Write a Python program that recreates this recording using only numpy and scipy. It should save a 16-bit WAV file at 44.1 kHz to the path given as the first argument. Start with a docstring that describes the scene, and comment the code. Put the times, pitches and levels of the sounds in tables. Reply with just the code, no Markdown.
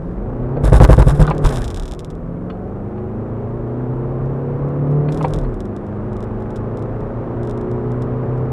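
"""Inside a four-cylinder turbodiesel car on a runway, the microphone in a camera on the windscreen.
The car launches; from 0.6 s the driven wheels hop and shake the body, overloading the microphone.
The dashboard slaps just below it, trim knocks, and the shaken camera crackles right at the capsule.
The engine bogs near 2 s, pulls through the gear, takes a hard upshift at 5.3 s and pulls again
over growing road roar, its firings booming and growling through the cabin."""
import sys
import numpy as np
from scipy import signal
from scipy.fft import rfft, irfft, next_fast_len
from scipy.io import wavfile
from scipy.ndimage import map_coordinates

SR = 44100
rng = np.random.default_rng(int(sys.argv[2]) if len(sys.argv) > 2 else 0)


def to_wav(sig):
    """Store sig (one row per channel, or 1-D mono) as 16-bit WAV at the path in sys.argv[1].

    Samples outside -1..1 are clipped; the rate is SR.
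    """
    pcm = np.clip(np.atleast_2d(sig), -1, 1) * 32767
    pcm = np.round(pcm).astype(np.int16)
    wavfile.write(sys.argv[1], SR, pcm.T)  # frames by channels


N = 375732

# The runway under the car: (time [s], body rumble [dB], tyre roar relative to the growl [dB])
ROAD_LEVELS = [(0, -30.5, -0.5), (1.4, -28, -2), (2.2, -36, -1), (3.3, -34.5, -3.5), (4.8, -35.5, -4),
               (5.7, -40, -0.5), (6.2, -32, -0.5), (7.2, -32, -1.5), (8.5, -33.5, -2)]
# The clutch takes up, lets go and bites again: (time [s], length [s], rumble [dB], shudder [dB],
# dashboard rattle [dB], camera chatter [dB], throttle lift [0-1])
CLUTCH_LURCHES = [(0, 0.17, -42, -39.5, -48.5, -79, 0), (0.645, 0.53, -22, -45, -38, -37, 0.7),
                  (1.212, 0.083, -29, -38, -31, -60, 0.7), (1.44, 0.12, -29, -39, -29.5, -32.5, 0.2),
                  (1.584, .3, -29, -32, -42.5, -56, 0.6), (5.105, 0.2, -40, -41, -40.5, -49, 0.2),
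                  (5.337, 0.19, -30, -22, -57, -65, .35)]
# Noise spectra, each (frequency [Hz], relative density [dB])
TYRE_SPECTRUM = [(30, -31.5), (70, -2), (115, 4.5), (160, -1), (200, -4.5), (320, -5), (450, -7),
                 (600, -11.5), (1200, -55.5), (4000, -100)]  # tyres, heard through the floor
RUMBLE_SPECTRUM = [(14, -24.5), (27, -1.5), (33, 0.5), (41, 2), (50, -3.5), (70, -7), (160, -40.5),
                   (1000, -120)]  # the body shell
RATTLE_SPECTRUM = [(200, -3), (510, 0.5), (680, -1), (860, 0), (1000, -12.5), (1120, -1.5), (1300, -10),
                   (1490, -8), (1750, -11.5), (1990, -19), (2600, -27.5), (3600, -30), (5000, -33.5),
                   (11000, -43.5), (15000, -66)]  # loose dashboard panels
SLAP_SPECTRUM = [(200, -10), (600, 6.5), (1000, 13.5), (1600, -1), (2600, -20), (4000, -23.5), (9000, -33),
                 (14000, -52.5)]  # the dashboard hitting its seat
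COMBUSTION_SPECTRUM = [(250, -7), (450, 0.5), (650, -1.5), (850, -4), (1150, -4.5), (1450, -11.5),
                       (1800, -18), (2400, -26.5), (3000, -33.5), (4500, -44.5), (8000, -55.5),
                       (12000, -95.5)]  # firings, heard through the bulkhead
DULL_SCUFF = [(200, -9), (600, 4.5), (950, 5), (1300, -11), (1700, -16), (2100, -16), (2700, -19),
              (3600, -33), (4500, -30), (5500, -48), (12000, -65.5)]  # trim contact, dull part and bright part
BRIGHT_SCUFF = [(800, -33), (1600, 6), (2600, 1.5), (3000, -8), (3500, -7.5), (3900, -13), (4300, -7),
                (5000, -34), (12000, -51.5)]
HISS_SPECTRUM = [(1000, 0), (10000, 0), (12000, -6), (15000, -10), (16000, -30)]  # microphone self-noise
# Ringing parts, each (frequency [Hz], relative level [dB], t60 [s])
METAL_MODES = [(2600, 2, .05), (2880, 7.5, 0.046), (3052, 0, 0.059), (3472, 5.5, 0.056), (3880, -3, .05),
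               (4285, -6, 0.12), (4430, -10, .06)]  # a small loose piece
TRIM_MODES = [(565, -3.5, 0.075), (858, 3, 0.049), (1031, 4.5, 0.034), (1240, -8, 0.057),
              (1630, -20, 0.0033), (2000, -19, 0.016), (2530, -14, 0.023), (2820, -17.5, 0.036)]  # gear lever and plastic trim
PANEL_MODES = [(329, 0, .09), (377, -2.5, 0.1), (516, -3, 0.082), (620, -1, .09), (805, -1.5, .05),
               (943, -5, 0.057), (977, -1, 0.058), (1112, -5, .08), (1217, -6, .07), (1490, -5.5, .09),
               (1980, -18.5, 0.1), (2480, -18, .05)]  # dashboard
CASE_MODES = [(3650, -24, .016), (5160, -29, 0.016), (7160, -31.5, .01), (8500, -29.5, 0.0095)]  # camera case
MOUNT_MODES = [(120, 7, 0.12), (153, 3, 0.14), (233, -7.5, 0.024), (311, -5, 0.098), (400, -13.5, 0.1),
               (518, -0.5, 0.069), (620, -8, 0.07)]  # engine mounts
# Lever and trim blows: (time [s], relative level [dB], bright scuff [dB], pitch [ratio])
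TRIM_KNOCKS = [(.566, -15.5, -20, 0.55), (1.249, -15.5, -24, 1.22), (1.276, -9, -15, 1.4),
               (1.291, -18.5, -26, 1.13), (1.307, -7, -11.5, 0.97), (2.498, -23, -8, 1.24),
               (2.975, -43, 3, 1.4), (5.083, -29.5, 4, 1.1), (5.208, -12.5, -20, 1.01),
               (5.243, -6.5, -13, .9), (5.446, -37, 3, 1.4)]
# Dashboard blows: (time [s], relative level [dB])
DASH_SLAPS = [(0.732, -12), (0.802, -9.5), (0.843, -3.5), (0.85, -3.5), (0.9308, -10), (0.939, -10),
              (1.022, -11.5), (1.027, -8.5), (1.106, -18), (1.216, -17.5), (1.226, -18.5), (1.453, -13.5),
              (1.460, -11.5), (1.474, -14), (1.488, -18), (1.51, -19), (1.522, -24.5), (1.54, -21)]
# The camera strikes its mount: (time [s], level [dB], buzz length [s])
CAMERA_TICKS = [(0.836, -13, .006), (0.969, -24, 0.0034), (1.077, -30.5, 0.0032), (1.097, -19, 0.0045),
                (1.110, -25, 0.011), (1.159, -33.5, 0.0032), (1.227, -18, 0.0024), (1.268, -24, .004),
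                (1.302, -24, .003), (1.350, -35, .003), (1.381, -24.5, .004), (1.449, -16.5, 0.0026),
                (1.461, -16, 0.018), (1.492, -17, .007), (1.526, -22, 0.02), (1.560, -17, .003),
                (1.572, -16.5, 0.0033), (1.583, -23.5, .008), (1.620, -20.5, .003), (1.643, -19.5, 0.021),
                (1.680, -20, 0.0077), (1.704, -22, 0.017), (1.745, -20, 0.0035), (1.762, -23.5, .006),
                (1.773, -21.5, 0.011), (1.798, -19.5, 0.0036), (1.824, -28, 0.0053), (1.834, -27.5, 0.0064),
                (1.856, -25.5, 0.011), (1.880, -25.5, 0.015), (1.913, -24, .003), (1.921, -22, 0.0035),
                (1.937, -25, 0.0042), (1.949, -32.5, .003), (1.993, -22.5, 0.014), (2.047, -24.5, 0.0033),
                (2.103, -32, 0.012), (2.153, -40, .003), (4.259, -48, 0.0036), (4.687, -46.5, .006),
                (4.876, -49.5, .006), (4.914, -43, .006), (5.123, -26.5, 0.014), (5.146, -29, .004),
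                (5.175, -27, .009), (5.228, -25.5, 0.0095), (5.283, -31, .006), (5.308, -35, .003),
                (5.337, -18, 0.0027), (5.345, -28, 0.0034), (5.361, -32, 0.0076), (5.388, -26.5, 0.0089),
                (5.414, -38, .003), (5.436, -41, .01), (5.543, -38, .005), (5.605, -28, 0.0062),
                (5.655, -37, 0.0058), (5.765, -32.5, .005), (5.867, -42, .005), (6.131, -39, 0.0066),
                (6.168, -35, 0.0023), (6.206, -35, 0.0027), (6.228, -34, 0.0046), (6.240, -39, 0.0086),
                (6.406, -44, .004), (6.424, -42, .007), (6.506, -37, .007), (6.560, -31.5, 0.017),
                (6.773, -33.5, .004), (6.794, -40, .004), (6.825, -36, .007), (7.007, -41, .005),
                (7.433, -33.5, .005), (7.452, -40, 0.0054), (7.474, -33, .005), (7.497, -31, .005),
                (7.511, -31, 0.0046), (7.577, -35, 0.0058), (7.613, -37, 0.0046), (7.715, -36.5, 0.0057),
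                (7.919, -35.5, .005), (8.022, -31, 0.0097), (8.378, -44.5, .009)]
# The camera's responses, each (frequency [Hz], gain [dB])
CASE_COLOUR = [(300, -50), (1500, -9), (2400, 0.5), (3000, 1), (3650, 9), (4500, -5.5), (5200, 5),
               (6200, -2), (7200, 0.5), (7900, -2), (8700, -3.5), (10000, -8), (11500, -13.5),
               (12600, -21.5), (13600, -14.5), (15500, -38)]  # its case, tapped
CHATTER_COLOUR = [(300, -45.5), (1500, -12), (2400, 1.5), (3000, 1), (3700, 7), (4500, -10), (5200, 3),
                  (6200, -6), (7200, 0.5), (9900, 2.5), (11400, -4), (12500, -17.5), (13700, -8.5),
                  (15500, -35.5)]  # its case, struck hard
TREBLE_ROLLOFF = [(14000, 0), (15700, -14)]  # its dull top end
# The tyres regain grip: (time [s], length [s], shake [dB], shake rate [Hz], mount knock [dB],
# relative rattle [dB])
WHEEL_HOPS = [(0.636, 0.061, -7.5, 52.3, -14, -17.5), (0.721, 0.059, -2, 55.1, -4, -11.5),
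              (0.803, .054, -1, 54.77, -0.5, -7.5), (.889, .053, -1, 52.2, 1, -9),
              (0.978, 0.044, -0.5, 52.25, -4.5, -11.5), (1.068, 0.047, -6, 50.8, -7.5, -16.5),
              (1.194, 0.041, -5, 49.5, -7.5, -15), (1.439, 0.03, -2.5, 37.97, -15.5, -17)]
# Launch, bog, pull, upshift, pull, at four firings a cycle: (time [s], cycle rate [Hz])
ENGINE_SPEED = [(0, 21), (.12, 22), (.25, 26.3), (.4, 30.5), (.6, 35.6), (.92, 34), (1.15, 36.3),
                (1.35, 38.7), (1.5, 36), (1.6, 30), (1.8, 21.2), (2, 19.3), (2.4, 21.8), (2.9, 25.3),
                (3.3, 27.9), (3.95, 31.8), (4.55, 34.86), (5.08, 37), (5.2, 39.4), (5.28, 36.8),
                (5.355, 40), (5.42, 35.3), (5.48, 30.8), (5.525, 30), (5.55, 24.8), (5.75, 25.2),
                (7.4, 29.5), (8.52, 32.05)]
# Harmonics of the unequal cylinders: (order [multiple of the cycle rate], relative level [dB])
ENGINE_ORDERS = [(2, 3), (3, 5), (5, 8), (6, -2), (7, 4), (9, 0.5), (10, -3), (11, -0.5), (12, .5),
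                 (13, -8), (14, 1), (15, -4), (16, -6), (17, -9.5), (18, -3.5), (19, -4), (20, -2.5),
                 (22, -9), (23, -4.5), (24, -6.5), (25, -3.5), (26, -8), (28, -1), (31, 0), (32, 1),
                 (36, -4), (40, -8)]
# Cabin resonances at the windscreen, each (frequency [Hz], level [dB])
CABIN_GROWL = [(45, -8.5), (90, -13.5), (130, -3.5), (170, -10.5), (205, -3), (250, 4.0), (280, -6.5),
               (305, -0.5), (335, -1), (365, 9), (395, -1.5), (430, 9), (470, -1), (510, 2.5), (570, 0.5),
               (640, -3.5), (730, -2.5), (850, -5), (1100, -10), (1400, -10.5)]  # for the orders
CABIN_BOOM = [(79, -50), (92, -41.5), (107, -29.5), (114, -30.5), (127, -21.5), (137, -25), (146, -17.5),
              (155, -22.5)]  # for the firing rate
CABIN_OCTAVE = [(156, -37), (170, -30), (186, -33), (210, -30.5), (228, -35), (247, -28.5), (263, -37),
                (288, -34.5), (305, -30)]  # for its octave


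def amp(db):
    """Decibels to gain."""
    return 10 ** (np.asarray(db) / 20)


def unit(x):
    """Scaled to rms 1."""
    return x / np.sqrt(np.mean(x ** 2) + 1e-20)


def along(points, hz):
    """(Hz, value) points read on a log axis."""
    f, v = np.transpose(points)
    return np.interp(np.log(hz + 1), np.log(f + 1), v)


def curves(rows):
    """One value per sample for each column after the time."""
    s, *cols = np.transpose(rows)
    return [np.interp(np.arange(N) / SR, s, c) for c in cols]


def wobble(rate):
    """A smooth random curve, rate knots a second."""
    return map_coordinates(rng.standard_normal(int(N * rate / SR) + 4), [np.arange(N) * rate / SR])


def filtered(x, response):
    """x through a gain that depends on frequency."""
    size = next_fast_len(N + SR // 2)
    return irfft(rfft(x, size) * response(np.fft.rfftfreq(size, 1 / SR)), size)[:N]


def noise(spectrum):
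    """Coloured noise of rms 1."""
    return unit(filtered(rng.standard_normal(N), lambda hz: amp(along(spectrum, hz))))


def click(spectrum, size=512):
    """The shortest causal pulse with this colour, peak 1."""
    cepstrum = irfft(np.log(amp(along(spectrum, np.fft.rfftfreq(size, 1 / SR)))))
    causal = 2 * cepstrum[:size // 2] * (np.arange(size // 2) > 0)
    pulse = irfft(np.exp(rfft(causal, size)))
    return pulse / np.abs(pulse).max()


def ring(modes, t, scatter_db):
    """The decaying modes of a struck part, their strengths scattered at each blow."""
    hz, db, t60 = np.transpose(modes)[:, :, None]
    struck_db = db + scatter_db * rng.standard_normal(db.shape)
    return (amp(struck_db - 60 * t / t60) * np.sin(2 * np.pi * hz * t)).sum(0)


def add(track, s, sound):
    """Mix a sound into the track at time s."""
    part = track[round(s * SR):][:len(sound)]
    part += sound[:len(part)]


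def microphone_hiss():
    """The microphone's own noise floor, far beneath the car."""
    return amp(-75.5) * noise(HISS_SPECTRUM)


def road(roar_db, rumble, shudder, rattle, shudder_hz=38):
    """Tyres roar below, the body rumbles all round; clutch shudder and dashboard rattle join in."""
    roar = amp(roar_db + 0.55 + 0.68 * wobble(10)) * noise(TYRE_SPECTRUM)
    swing = np.sin(2 * np.pi * shudder_hz * np.arange(N) / SR + 0.16 * wobble(30))
    flutter = amp(3.8 * wobble(45))
    body = rumble * noise(RUMBLE_SPECTRUM) + shudder * swing
    return roar + body + rattle * flutter * noise(RATTLE_SPECTRUM)


def lurches(attack_s=0.061, t60=0.41):
    """Each drivetrain lurch swells, holds and dies: rumble, shudder, rattle, chatter and lift curves."""
    t = np.arange(N) / SR
    total = np.zeros((5, N))
    for s, length, *levels_db, lift in CLUTCH_LURCHES:
        swell = np.clip((t - s) / attack_s + 0.5, 0, 1)
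        release = amp(-60 * np.maximum(t - s - length, 0) / t60)
        total += np.outer([*amp(levels_db), lift], swell * release)
    return total


def metal_clink(at_s=2.503):
    """A small loose piece of metal is jogged and rings faintly in the cabin."""
    out = np.zeros(N)
    add(out, at_s, amp(-51.5) * ring(METAL_MODES, np.arange(SR // 5) / SR, scatter_db=2))
    return out


def trim_knocks(attack_s=0.0025, hold_s=0.0056, scuff_t60=0.054):
    """At arm's length, lever and trim strike with a short scuff and a dead plastic ring."""
    t = np.arange(SR // 5) / SR
    out = np.zeros(N)
    dull, bright = noise(DULL_SCUFF), noise(BRIGHT_SCUFF)
    onset = 1 - np.exp(-t / attack_s)
    fade = amp(-60 * np.maximum(t - hold_s, 0) / scuff_t60)
    for s, db, bright_db, pitch in TRIM_KNOCKS:
        scuff = (0.5 * dull + amp(bright_db) * bright)[round(s * SR):][:len(t)]
        plastic = 2.23 * ring(TRIM_MODES, t * pitch, scatter_db=2)
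        add(out, s, amp(db - 11) * (plastic + scuff * fade) * onset)
    return out


def dashboard_slaps(crack_t60=0.0093, damping_t60=0.054):
    """Just below the microphone the dashboard slaps its seat: a dry crack, then ringing panels."""
    t = np.arange(SR // 8) / SR
    crack, panels = np.zeros((2, N))
    for s, db in DASH_SLAPS:
        add(crack, s, amp(db - 2.5 - 60 * t / crack_t60))
        add(panels, s, amp(db - 10 - 60 * t / damping_t60) * ring(PANEL_MODES, t, scatter_db=0))
    return crack * noise(SLAP_SPECTRUM) + panels


def camera_tick(db, length, gap_scatter, level_scatter, bounce_s=0.0034):
    """Impulses of the camera striking its mount, then rebounding in a fading buzz."""
    out = np.zeros(SR // 10)
    out[0] = amp(db)
    delays = np.cumsum(bounce_s * np.exp(0.3 * gap_scatter))
    rebounds_db = db - 3.5 - 14 * (delays / length) ** 2 + 2 * level_scatter
    for delay, rebound_db in zip(delays, rebounds_db):
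        add(out, delay, amp([rebound_db]))
    return out


def camera_crackle(jolt, lurch_chatter, contacts_per_s=400, cabin_t60=0.082):
    """Right at the capsule the shaken case ticks, over a fine, brighter chatter that jolts stir up."""
    road_chatter = amp(-89 + 1.5 * np.arange(N) / SR)  # creeps up with time
    shaking = amp(-22.5) * jolt + lurch_chatter + road_chatter
    sizes = shaking * amp(2.8 * rng.standard_normal(N))
    contacts = sizes * (rng.random(N) < contacts_per_s / SR) * np.sign(rng.standard_normal(N))
    chatter = signal.fftconvolve(contacts, click(CHATTER_COLOUR))[:N]
    ticks = np.zeros(N)
    for s, db, length in CAMERA_TICKS:
        add(ticks, s, camera_tick(db, length, *rng.standard_normal((2, 10))))
    # each tick rings the case and scatters round the cabin
    t = np.arange(SR // 10) / SR
    response = ring(CASE_MODES, t, scatter_db=1)
    tap = click(CASE_COLOUR)
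    cabin_tail = amp(-36 - 60 * t / cabin_t60) * rng.standard_normal(len(t))
    add(response, 0, tap)
    add(response, 0, signal.fftconvolve(cabin_tail, tap))
    return signal.fftconvolve(ticks, response)[:N] + chatter


def wheel_hop(edge_s=0.012, lag_s=0.002444):
    """The tyres regain grip, the engine bangs on its mounts, the body swings: sound and jolt curve."""
    t = np.arange(SR // 4) / SR
    body, rattle, jolt = np.zeros((3, N))
    knock_onset = 1 - np.exp(-t / 0.0031)
    tail = 0.14 * amp(-60 * t / 0.16)
    for s, length, shake_db, shake_hz, knock_db, rattle_db in WHEEL_HOPS:
        window = np.clip(t / edge_s, 0, 1) * np.clip((length - t) / (2 * edge_s) + 0.5, 0, 1)
        swing = np.sin(2 * np.pi * shake_hz * t)
        thud = 0.61 * (swing ** 2 - 0.5)  # a lopsided swing adds twice its rate
        add(body, s + lag_s, amp(shake_db) * (window + tail) * (swing + thud))
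        add(body, s, -amp(knock_db) * ring(MOUNT_MODES, t, scatter_db=2) * knock_onset)
        for k in range(3):  # loose panels knock once a swing
            panels = amp(rattle_db - 12.5 - 3.3 * k) * ring(PANEL_MODES, t, scatter_db=0.5)
            add(body, s + lag_s + k / shake_hz, panels)
        add(rattle, s, amp(rattle_db - 9.5) * window * (1 + np.maximum(swing, 0) ** 2))
        add(jolt, s, amp(shake_db / 2 - 60 * t / 0.5) * window)
    return body + rattle * noise(RATTLE_SPECTRUM), jolt


def engine_load(cycle_hz, lift, mid_speed_hz=30, upshift_s=5.32, load_rise_s=0.71):
    """Speed raises both levels; a throttle lift softens the growl, the high gear hardens combustion."""
    octaves = np.log2(cycle_hz / mid_speed_hz)
    high_gear = np.clip((np.arange(N) / SR - upshift_s) / load_rise_s, 0, 1)
    growl_db = -27.35 + 7.5 * octaves - 4.5 * lift
    combustion_db = -37.37 + 7 * octaves + 3 * high_gear
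    return growl_db, combustion_db


def cabin_boom(cycle_hz, phase, lift):
    """The firing rate and its octave boom; off throttle the engine rocks and the boom flutters."""
    flutter_db = 8.5 * lift * wobble(45) + 1.7 * wobble(22)
    boom_db = along(CABIN_BOOM, 4 * cycle_hz) - 2.5 * lift + flutter_db
    octave_db = along(CABIN_OCTAVE, 8 * cycle_hz) - 8 * lift + wobble(21)
    return np.sqrt(2) * (amp(boom_db) * np.sin(4 * phase) + amp(octave_db) * np.sin(8 * phase))


def cylinder_growl(cycle_hz, phase, rough_order=42, evenness=0.18):
    """Unequal cylinders make orders that swell as they sweep through the cabin's resonances."""
    growl, power = np.zeros((2, N))
    for order, db in ENGINE_ORDERS:
        roughness = (order / rough_order) ** 2  # high orders are weaker and less steady
        size = amp(db + along(CABIN_GROWL, order * cycle_hz) - 13.2 * roughness)
        flicker = amp((2 + 0.025 * order) * wobble(7))
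        drift = 2 * np.pi * rng.random() + (0.023 + roughness) * wobble(40)
        growl += size * flicker * np.sin(order * phase + drift)
        power += size ** 2 / 2
    return unit(growl / power ** evenness)


def engine(cycle_hz, growl_db, combustion_db, lift):
    """The diesel just beyond the bulkhead: boom, growl and a puff of noise at each firing."""
    jitter = 0.002 * wobble(25) + 0.009 * lift * wobble(40)  # less even off the throttle
    phase = 2 * np.pi * (np.cumsum(cycle_hz) / SR + jitter)
    boom = cabin_boom(cycle_hz, phase, lift)
    growl = amp(growl_db) * cylinder_growl(cycle_hz, phase)
    # one cylinder knocks harder than the others
    puffs = unit(amp(0.54 * np.cos(4 * phase) + 0.71 * np.cos(phase) + 0.78 * np.cos(2 * phase)))
    return boom + growl + amp(combustion_db) * puffs * noise(COMBUSTION_SPECTRUM)


def scene():
    """Engine, runway and shaken cabin meet at one microphone on the windscreen."""
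    cycle_hz, = curves(ENGINE_SPEED)
    rumble_db, tyre_db = curves(ROAD_LEVELS)
    heave, shudder, rattle, chatter, lift = lurches()
    growl_db, combustion_db = engine_load(cycle_hz, lift)
    hops, jolt = wheel_hop()
    diesel = engine(cycle_hz, growl_db, combustion_db, lift)
    rolling = road(growl_db + tyre_db, amp(rumble_db) + heave, shudder, rattle)
    close_by = dashboard_slaps() + trim_knocks() + metal_clink() + camera_crackle(jolt, chatter)
    return (microphone_hiss() + rolling + close_by + hops + diesel)[None]


def record(dry, band_limit_hz=15700):
    """The camera's microphone overloads at full scale; nothing above the band limit is kept."""
    limited = dry[0] / (1 + np.abs(dry[0]) ** 12) ** (1 / 12)
    return filtered(limited, lambda hz: amp(along(TREBLE_ROLLOFF, hz)) * (hz < band_limit_hz))[None]


dry = scene()
out = record(dry)
to_wav(out)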